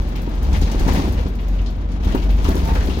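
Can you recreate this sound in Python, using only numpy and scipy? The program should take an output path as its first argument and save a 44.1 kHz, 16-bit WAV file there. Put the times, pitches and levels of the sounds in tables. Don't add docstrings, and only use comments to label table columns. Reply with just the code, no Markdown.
import sys
import numpy as np
from scipy import signal
from scipy.fft import rfft, irfft
from scipy.io import wavfile
from scipy.ndimage import uniform_filter1d

SR = 44100
rng = np.random.default_rng(int(sys.argv[2]) if len(sys.argv) > 2 else 0)


def materialize(psi):
    bounded = np.clip(np.atleast_2d(psi).T, -1, 1)
    quanta = np.round(bounded * 32767).astype(np.int16)
    wavfile.write(sys.argv[1], SR, quanta)


def gain_from_db(level_db):
    decades = np.asarray(level_db, float) / 20
    return 10 ** decades


N = 132300
SILENCE = 1e-18


def rms_one(x):
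    return x / np.sqrt(np.mean(x ** 2) + 1e-20)


def in_time(rows):
    s, *columns = np.transpose(rows)
    return [np.interp(np.arange(N) / SR, s, c) for c in columns]


def at_hz(points, n):
    hz, value = np.transpose(points)
    grid_hz = np.arange(n // 2 + 1) * SR / n
    return np.interp(np.log(grid_hz + 1), np.log(hz + 1), value)


def colour(x, points):
    n = x.shape[-1]
    return irfft(rfft(x) * rms_one(gain_from_db(at_hz(points, n))), n)


def drift(rate_hz):
    r = np.exp(-2 * np.pi * rate_hz * 40 / SR)
    noise = rng.standard_normal(N // 40 + 2002)
    slow = signal.lfilter([1], [1, -2 * r, r * r], noise)[2000:]
    return np.interp(np.arange(N) / 40, np.arange(len(slow)), rms_one(slow))


def resonate(x, hz, width_hz):
    r = np.exp(-np.pi * width_hz / SR)
    feedback = [1, -2 * r * np.cos(2 * np.pi * hz / SR), r * r]
    return signal.lfilter(np.array([1, 0, -1]) * (1 - r * r) / 2, feedback, x)


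# pitch_hz, likeness_0_to_1
LIKENESS = [(40, 0.92), (130, 0.91), (300, 0.84), (700, 0.73), (2500, 0.03)]


def pair(n):
    mid, side = rfft(rng.standard_normal((2, n)))
    alike = np.clip(at_hz(LIKENESS, n), 0, 1)
    shared = np.sqrt((1 + alike) / 2) * mid
    opposed = np.sqrt((1 - alike) / 2) * side * [[1], [-1]]
    return irfft(shared + opposed, n)


def cabin(x, t60_s, wet_db):
    tail = pair(8192) * gain_from_db(-60 * np.arange(8192) / SR / t60_s)
    tail = gain_from_db(wet_db) * tail / np.sqrt(np.sum(tail ** 2) / 2)
    return x + signal.fftconvolve(x[None], tail, axes=1)[:, :N]


def struck(n, power, length_s, t60_s, attack_s):
    rise = np.exp(-1 / (attack_s * SR))
    fast, slow = np.exp(-2 / (length_s * SR)), gain_from_db(-120 / (t60_s * SR))
    power = signal.lfilter([1 - rise], [1, -rise], power)
    chatter = signal.lfilter([1], [1, -fast], power)
    tail = gain_from_db(2 * -6) * signal.lfilter([1], [1, -slow], power)
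    return pair(n) * np.sqrt(chatter + tail)


# time_s, rate_hz
FIRING_RATE = [(0, 45.19), (1.2, 46.29), (2.05, 46.36), (2.4, 48.75), (3, 46.6)]


def firing():
    hz, = in_time(FIRING_RATE)
    wobble = 1 + 0.01004 * drift(4.5)
    return 2 * np.pi * np.cumsum(hz * wobble) / SR


# time_s, level_db
ENGINE_LEVEL = [(0, -19), (.3, -22.5), (.45, -19.5), (.7, -22), (.85, -19), (1.2, -24.5), (1.45, -20.5),
                (2.05, -22), (2.33, -12.5), (2.45, -19.5), (2.65, -24), (2.8, -16), (3, -36)]
# multiple, level_db
FIRING_ORDERS = [(2, -17.5), (3, -22), (4, -20), (5, -20)]


def engine(turn):
    db, = in_time(ENGINE_LEVEL)
    out = gain_from_db(db + 2 * drift(4.0)) * np.sin(turn)
    for multiple, order_db in FIRING_ORDERS:
        level = gain_from_db(np.mean(db) + order_db + 1.6 * drift(17.0))
        out = out + level * np.sin(round(multiple) * turn + rng.uniform(0, 6.16))
    return np.sqrt(2) * out


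# centre_s, level_db
LOW_SURGES = [(0.008, -15.5), (0.435, -15.5), (0.491, -13), (0.532, -17), (0.583, -10.5), (0.645, -11),
              (0.77, -21), (0.844, -19.5), (0.886, -13), (0.952, -13.5), (0.992, -17.7), (1.057, -19),
              (1.106, -14.5), (1.148, -20), (1.179, -12.5), (1.218, -15.6), (1.312, -19.5), (1.545, -22),
              (1.607, -16.5), (2.102, -15.5), (2.292, -23), (2.351, -16.8), (2.412, -18), (2.456, -30),
              (2.521, -19), (2.552, -23), (2.643, -12.5), (2.73, -12.7), (2.794, -12), (2.863, -20.5),
              (2.91, -17), (2.981, -14)]


def surges(turn):
    surge_hz, spread_s, gain_db = 69.6, 0.01, -1
    t, out = np.arange(N) / SR, np.zeros(N)
    for s, db in LOW_SURGES:
        swell = np.exp(-((t - s) / spread_s) ** 2 / 2)
        out += gain_from_db(db + gain_db) * swell * np.sin(turn[int(s * SR)] + 2 * np.pi * surge_hz * (t - s))
    return out


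# pitch_hz, width_hz, level_db
BODY_BOOMS = [(30.6, 10.6, -2), (44.5, 6.1, -3), (66.46, 6.7, 3.5), (76.2, 16.3, 0.5)]


def booms(load_db):
    rings = []
    for hz, width_hz, db in BODY_BOOMS:
        ring = resonate(resonate(pair(N), hz, width_hz), hz, width_hz)
        rings.append(gain_from_db(db) * rms_one(ring))
    x = rms_one(sum(rings))
    local_power = uniform_filter1d(np.mean(x ** 2, 0), size=4000)
    return gain_from_db(load_db + 0.5) * x / np.sqrt(0.045 + local_power)


# start_s, peak_db, favoured_pitch_hz, seat_frame_brightness_db
KNOCK_EVENTS = [(.274, -16.5, 275, -10.5), (.494, -15, 164, -23), (0.543, -18, 170, -29),
                (.619, -10.5, 165, -26), (.745, -12, 298, -18), (.808, -14.5, 298, -19),
                (0.863, -7, 162, -17), (.878, -10.5, 412, -5), (.908, -12, 238, -16),
                (.945, -19.5, 180, -0.5), (.971, -18, 296, -16), (.993, -13, 220, -15),
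                (1.046, -17, 195, -8), (1.077, -17, 350, -23), (1.105, -18.5, 166.4, -14),
                (1.185, -15.5, 168, -23), (1.256, -16, 248, -15), (2.067, -12.5, 232, -12.5),
                (2.146, -6, 307, -8.5), (2.448, -18, 300, 1), (2.485, -7.5, 306, -10),
                (2.553, -14.5, 332, -19), (2.616, -19, 200, -13), (2.686, -14, 189, -5.5),
                (2.716, -13.5, 317, -11), (2.759, -19, 227, -4), (2.886, -13, 277, -16),
                (2.971, -16.5, 310, -21)]
# pitch_hz, level_db, t60_s
FLOOR_MODES = [(164.8, -4.5, 0.13), (201.4, -3, 0.12), (275, -4.5, 0.12), (321, 0, 0.072),
               (375, -5.5, 0.14), (459, -9, 0.089)]


def knocks():
    s, db, pitch_hz, bright_db = np.transpose(KNOCK_EVENTS)
    at = ((s + 0.0019) * SR).astype(int)
    luck_db = rng.normal(0, 1.5, (len(s), len(FLOOR_MODES)))
    floor = 0
    for k, (hz, mode_db, t60_s) in enumerate(FLOOR_MODES):
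        off_pitch_db = 9 * np.abs(np.log2(hz / pitch_hz))
        clicks = np.full(N, SILENCE)
        clicks[at] = gain_from_db(db - 3 + mode_db + luck_db[:, k] - off_pitch_db)
        r, w = gain_from_db(-60 / (t60_s * SR)), 2 * np.pi * hz / SR
        floor = floor + signal.lfilter([0, np.sin(w)], [1, -2 * r * np.cos(w), r * r], clicks)
    floor = signal.lfilter([0.13], [1, -0.87], floor)

    frame_hz, frame_width_hz = 764, 455
    power = np.full(N, SILENCE)
    power[at] = gain_from_db(2 * (db + bright_db + 9.5))
    frames = struck(N, power, length_s=0.015, t60_s=0.066, attack_s=0.0013)
    frames = resonate(resonate(frames, frame_hz, frame_width_hz), frame_hz, 2 * frame_width_hz)
    return frames + cabin(floor, t60_s=0.34, wet_db=-9)


# start_s, peak_db, pitch_hz
CLATTER_EVENTS = [(0.153, -24, 2310), (0.527, -28.5, 3220), (0.545, -18.5, 1970), (0.619, -23, 3500),
                  (0.7126, -28.5, 2700), (0.792, -21.5, 1570), (0.881, -16.5, 1700), (0.955, -17, 1890),
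                  (1.017, -29, 2500), (1.1746, -24.5, 2090), (1.3867, -29, 2300), (1.5843, -28.5, 2400),
                  (1.659, -28.5, 3900), (2.027, -31.5, 2630), (2.045, -31, 2980), (2.091, -22, 1590),
                  (2.122, -27.5, 2670), (2.172, -29, 2670), (2.2256, -28.5, 2480), (2.2994, -25.5, 2480),
                  (2.4421, -22.5, 2700), (2.518, -20.5, 1570), (2.59, -31, 2690), (2.674, -20, 1540),
                  (2.752, -13, 1450), (2.807, -21.5, 1710), (2.896, -24, 2900), (2.9347, -26, 3140)]


def clatters():
    q, ping_hz, n = 1.8, 2850, 8192
    out = np.zeros((2, N + n))
    for s, db, hz in CLATTER_EVENTS:
        impulse = 1.0 * (np.arange(n) == 0)
        hit = struck(n, impulse, length_s=0.0052, t60_s=0.24, attack_s=0.0067)
        body = resonate(resonate(hit, hz, hz / q), hz, 2 * hz / q)
        wide = gain_from_db(-1) * resonate(hit, 2400, 2100)
        ping = gain_from_db(9) * (abs(hz - ping_hz) < 400) * resonate(hit, ping_hz, 140)
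        out[:, int(s * SR):][:, :n] += gain_from_db(db - 10) * (4 * body + wide + ping)
    return out[:, :N]


# pitch_hz, density_db_per_hz
RATTLE_COLOUR = [(80, -42), (150, -0.5), (300, -10), (600, -16.5), (910, -13), (1300, -22.5), (4200, -26),
                 (16000, -44)]


def rattle(shake_db):
    contacts_per_s, spread_db = 400, 2
    power = gain_from_db(2 * spread_db * np.minimum(rng.exponential(1, N), 5))
    born = rng.random(N) < contacts_per_s * gain_from_db(2 * drift(14.0)) / SR
    hits = struck(N, power * born + SILENCE, length_s=0.0014, t60_s=0.096, attack_s=0.0017)
    return gain_from_db(shake_db + 10.5) * rms_one(colour(hits, RATTLE_COLOUR))


def jingle(shake_db):
    born = rng.random(N) < 900 / SR
    power = born * rng.exponential(1, N) ** 2 + SILENCE
    x = struck(N, power, length_s=0.0018, t60_s=0.19, attack_s=0.0005)
    x = signal.sosfilt(signal.butter(2, 5070, "high", fs=SR, output="sos"), x)
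    return gain_from_db(-50 + 8 + 1.73 * (shake_db + 39.5)) * rms_one(x)


# start_s, peak_db, dull_body_db
WINDOW_TICKS = [(0.0159, -46, -2), (0.0857, -42, -2), (0.1575, -39, -1), (0.217, -38.5, -7),
                (0.2902, -45, -3), (0.3491, -45, -1), (0.426, -36.5, -1), (0.5292, -41.5, 13),
                (0.6125, -37, 9.5), (0.7138, -37.5, 9.5), (0.794, -36, 8.5), (0.8764, -34.5, 6),
                (0.9308, -31, -11), (1.0809, -41, -15), (1.1228, -37, -5), (1.2052, -45, -13),
                (1.281, -43, -3), (1.3504, -45.5, 2), (1.4032, -48, -7), (1.4147, -49, 0),
                (1.4819, -43, -0.5), (1.5489, -49, -1), (1.6147, -51, 10), (1.7025, -48, -4),
                (1.7619, -54, -10), (1.8128, -60, 10), (1.9175, -53, 13), (2.0258, -50, -1),
                (2.0433, -39, -1), (2.0956, -53, -3), (2.1221, -48, 9), (2.1485, -34, -4),
                (2.2353, -41.5, -9), (2.3062, -37.5, -17), (2.3645, -45, -6), (2.4423, -33.5, 4),
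                (2.4877, -32, -13), (2.5546, -37, -13), (2.5765, -35, -5), (2.6484, -36, -4),
                (2.6738, -35, -4), (2.7362, -37, -8), (2.855, -36, -6), (2.917, -52, 1), (2.9831, -38, -9)]
# pitch_hz, density_db_per_hz
GLASS_COLOUR = [(5000, -14), (8000, -1), (10500, -1.5), (13500, 6.5), (16000, 4)]


def window():
    s, db, body_db = np.transpose(WINDOW_TICKS)
    at, tick_db = (s * SR).astype(int), db - 8.5
    power = np.full((2, N), SILENCE)
    power[0, at] = gain_from_db(2 * tick_db)
    power[1, at] = gain_from_db(2 * (tick_db + body_db - 1))
    glass, body = (struck(N, p, length_s=0.0053, t60_s=0.19, attack_s=0.0025) for p in power)
    return 4 * (colour(glass, GLASS_COLOUR) + resonate(body, 5500, 4000))


# start_s, peak_db, pitch_hz
GLASS_CRACKS = [
    (.7946, -36, 12000),
    (.8764, -34, 9000),
    (1.1228, -32, 10970),
    (1.8128, -49, 4500),
    (1.9175, -43.5, 4500),
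    (2.1221, -37, 9000),
    (2.1485, -27.5, 11000),
    (2.4877, -18.5, 11100),
    (2.5546, -24.5, 12000),
]


def cracks():
    out, t = np.zeros(N + 1024), np.arange(1024) / SR
    for s, db, hz in GLASS_CRACKS:
        chatter = 0.12 * rng.standard_normal(1024) * np.exp(-t / 0.0016)
        bounce = gain_from_db(-3) * (np.arange(1024) == int(0.0035 * SR))
        snap = chatter + (t == 0) + bounce
        out[int(s * SR):][:1024] += gain_from_db(db + 17) * resonate(snap, hz, 8300)
    return out[:N]


# start_s, length_s, pitch_hz, level_db
POLE_HUMS = [
    (2.227, 0.095, 653, -37.5),
    (2.491, 0.044, 660, -36.5),
    (2.651, 0.097, 899, -28),
    (2.653, 0.035, 668, -36),
    (2.736, 0.063, 498, -32.5),
    (1.169, 0.048, 488, -31.5),
]


def poles():
    t = np.arange(N) / SR
    rough = gain_from_db(1.5 * drift(35.0))
    wandering_t = np.cumsum(1 + 0.003 * drift(19.0)) / SR
    hums = np.zeros(N)
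    for s, length_s, hz, db in POLE_HUMS:
        swell = np.abs(np.sin(np.pi * np.clip((t - s) / length_s, 0, 1))) ** 0.67
        hums += gain_from_db(db) * swell * np.sin(2 * np.pi * hz * wandering_t)
    return cabin(rough * hums, t60_s=0.025, wet_db=-0.5)


# pitch_hz, density_db_per_hz
ROAD_COLOUR = [(70, -9), (110, -8), (240, -7.5), (415, -16), (1390, -29), (4000, -41.5), (7000, -70.5),
               (16000, -80)]


def road(shake_db):
    level_db = -32 + 0.36 * (shake_db - shake_db.min()) + 1.2 * drift(24.0)
    return gain_from_db(level_db) * colour(pair(N), ROAD_COLOUR)


# time_s, rattle_db, road_load_db
BODY_SHAKE = [(0, -48.5, -25.5), (.3, -50, -33.5), (.48, -45.5, -21), (.57, -39, -15.5),
              (.72, -43.5, -31.5), (.85, -39.5, -14), (.97, -35.5, -27), (1.15, -43.5, -21.5),
              (1.35, -52, -31), (1.85, -55, -27.5), (2.01, -51, -28), (2.06, -44.5, -17.5),
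              (2.17, -44.5, -24.5), (2.36, -48, -25), (2.47, -38.5, -17), (2.7, -40.5, -23.5),
              (2.9, -41, -22), (3, -45.5, -28)]


def scene():
    shake_db, load_db = in_time(BODY_SHAKE)
    turn = firing()
    low = engine(turn) + surges(turn) + booms(load_db) + road(shake_db)
    loose = rattle(shake_db) + jingle(shake_db) + cracks() + window() + clatters()
    return low + loose + knocks() + poles()


def low_pass(x):
    return signal.sosfilt(signal.butter(12, 16500, fs=SR, output="sos"), x)


# pitch_hz, lean_db
LEFT_LEAN = [(60, 1), (300, 1), (700, 2.5), (2000, 5), (5000, 6), (8500, 3.5), (14000, 3)]


def record(dry):
    overload = 0.95
    rounded = overload * np.tanh(dry / overload)
    hz = np.arange(N // 2 + 1) * SR / N
    shelf_db = -6 / (1 + np.exp(-(hz - 7020) / 74.0))
    cut_db = -50 * (hz > 15950)
    lean_db = at_hz(LEFT_LEAN, N) / 2 * [[1], [-1]]
    left, right = irfft(rfft(rounded) * gain_from_db(shelf_db + cut_db + lean_db), N)
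    return low_pass(np.array([np.roll(left, 13), right]))


dry = scene()
out = record(dry)
materialize(out)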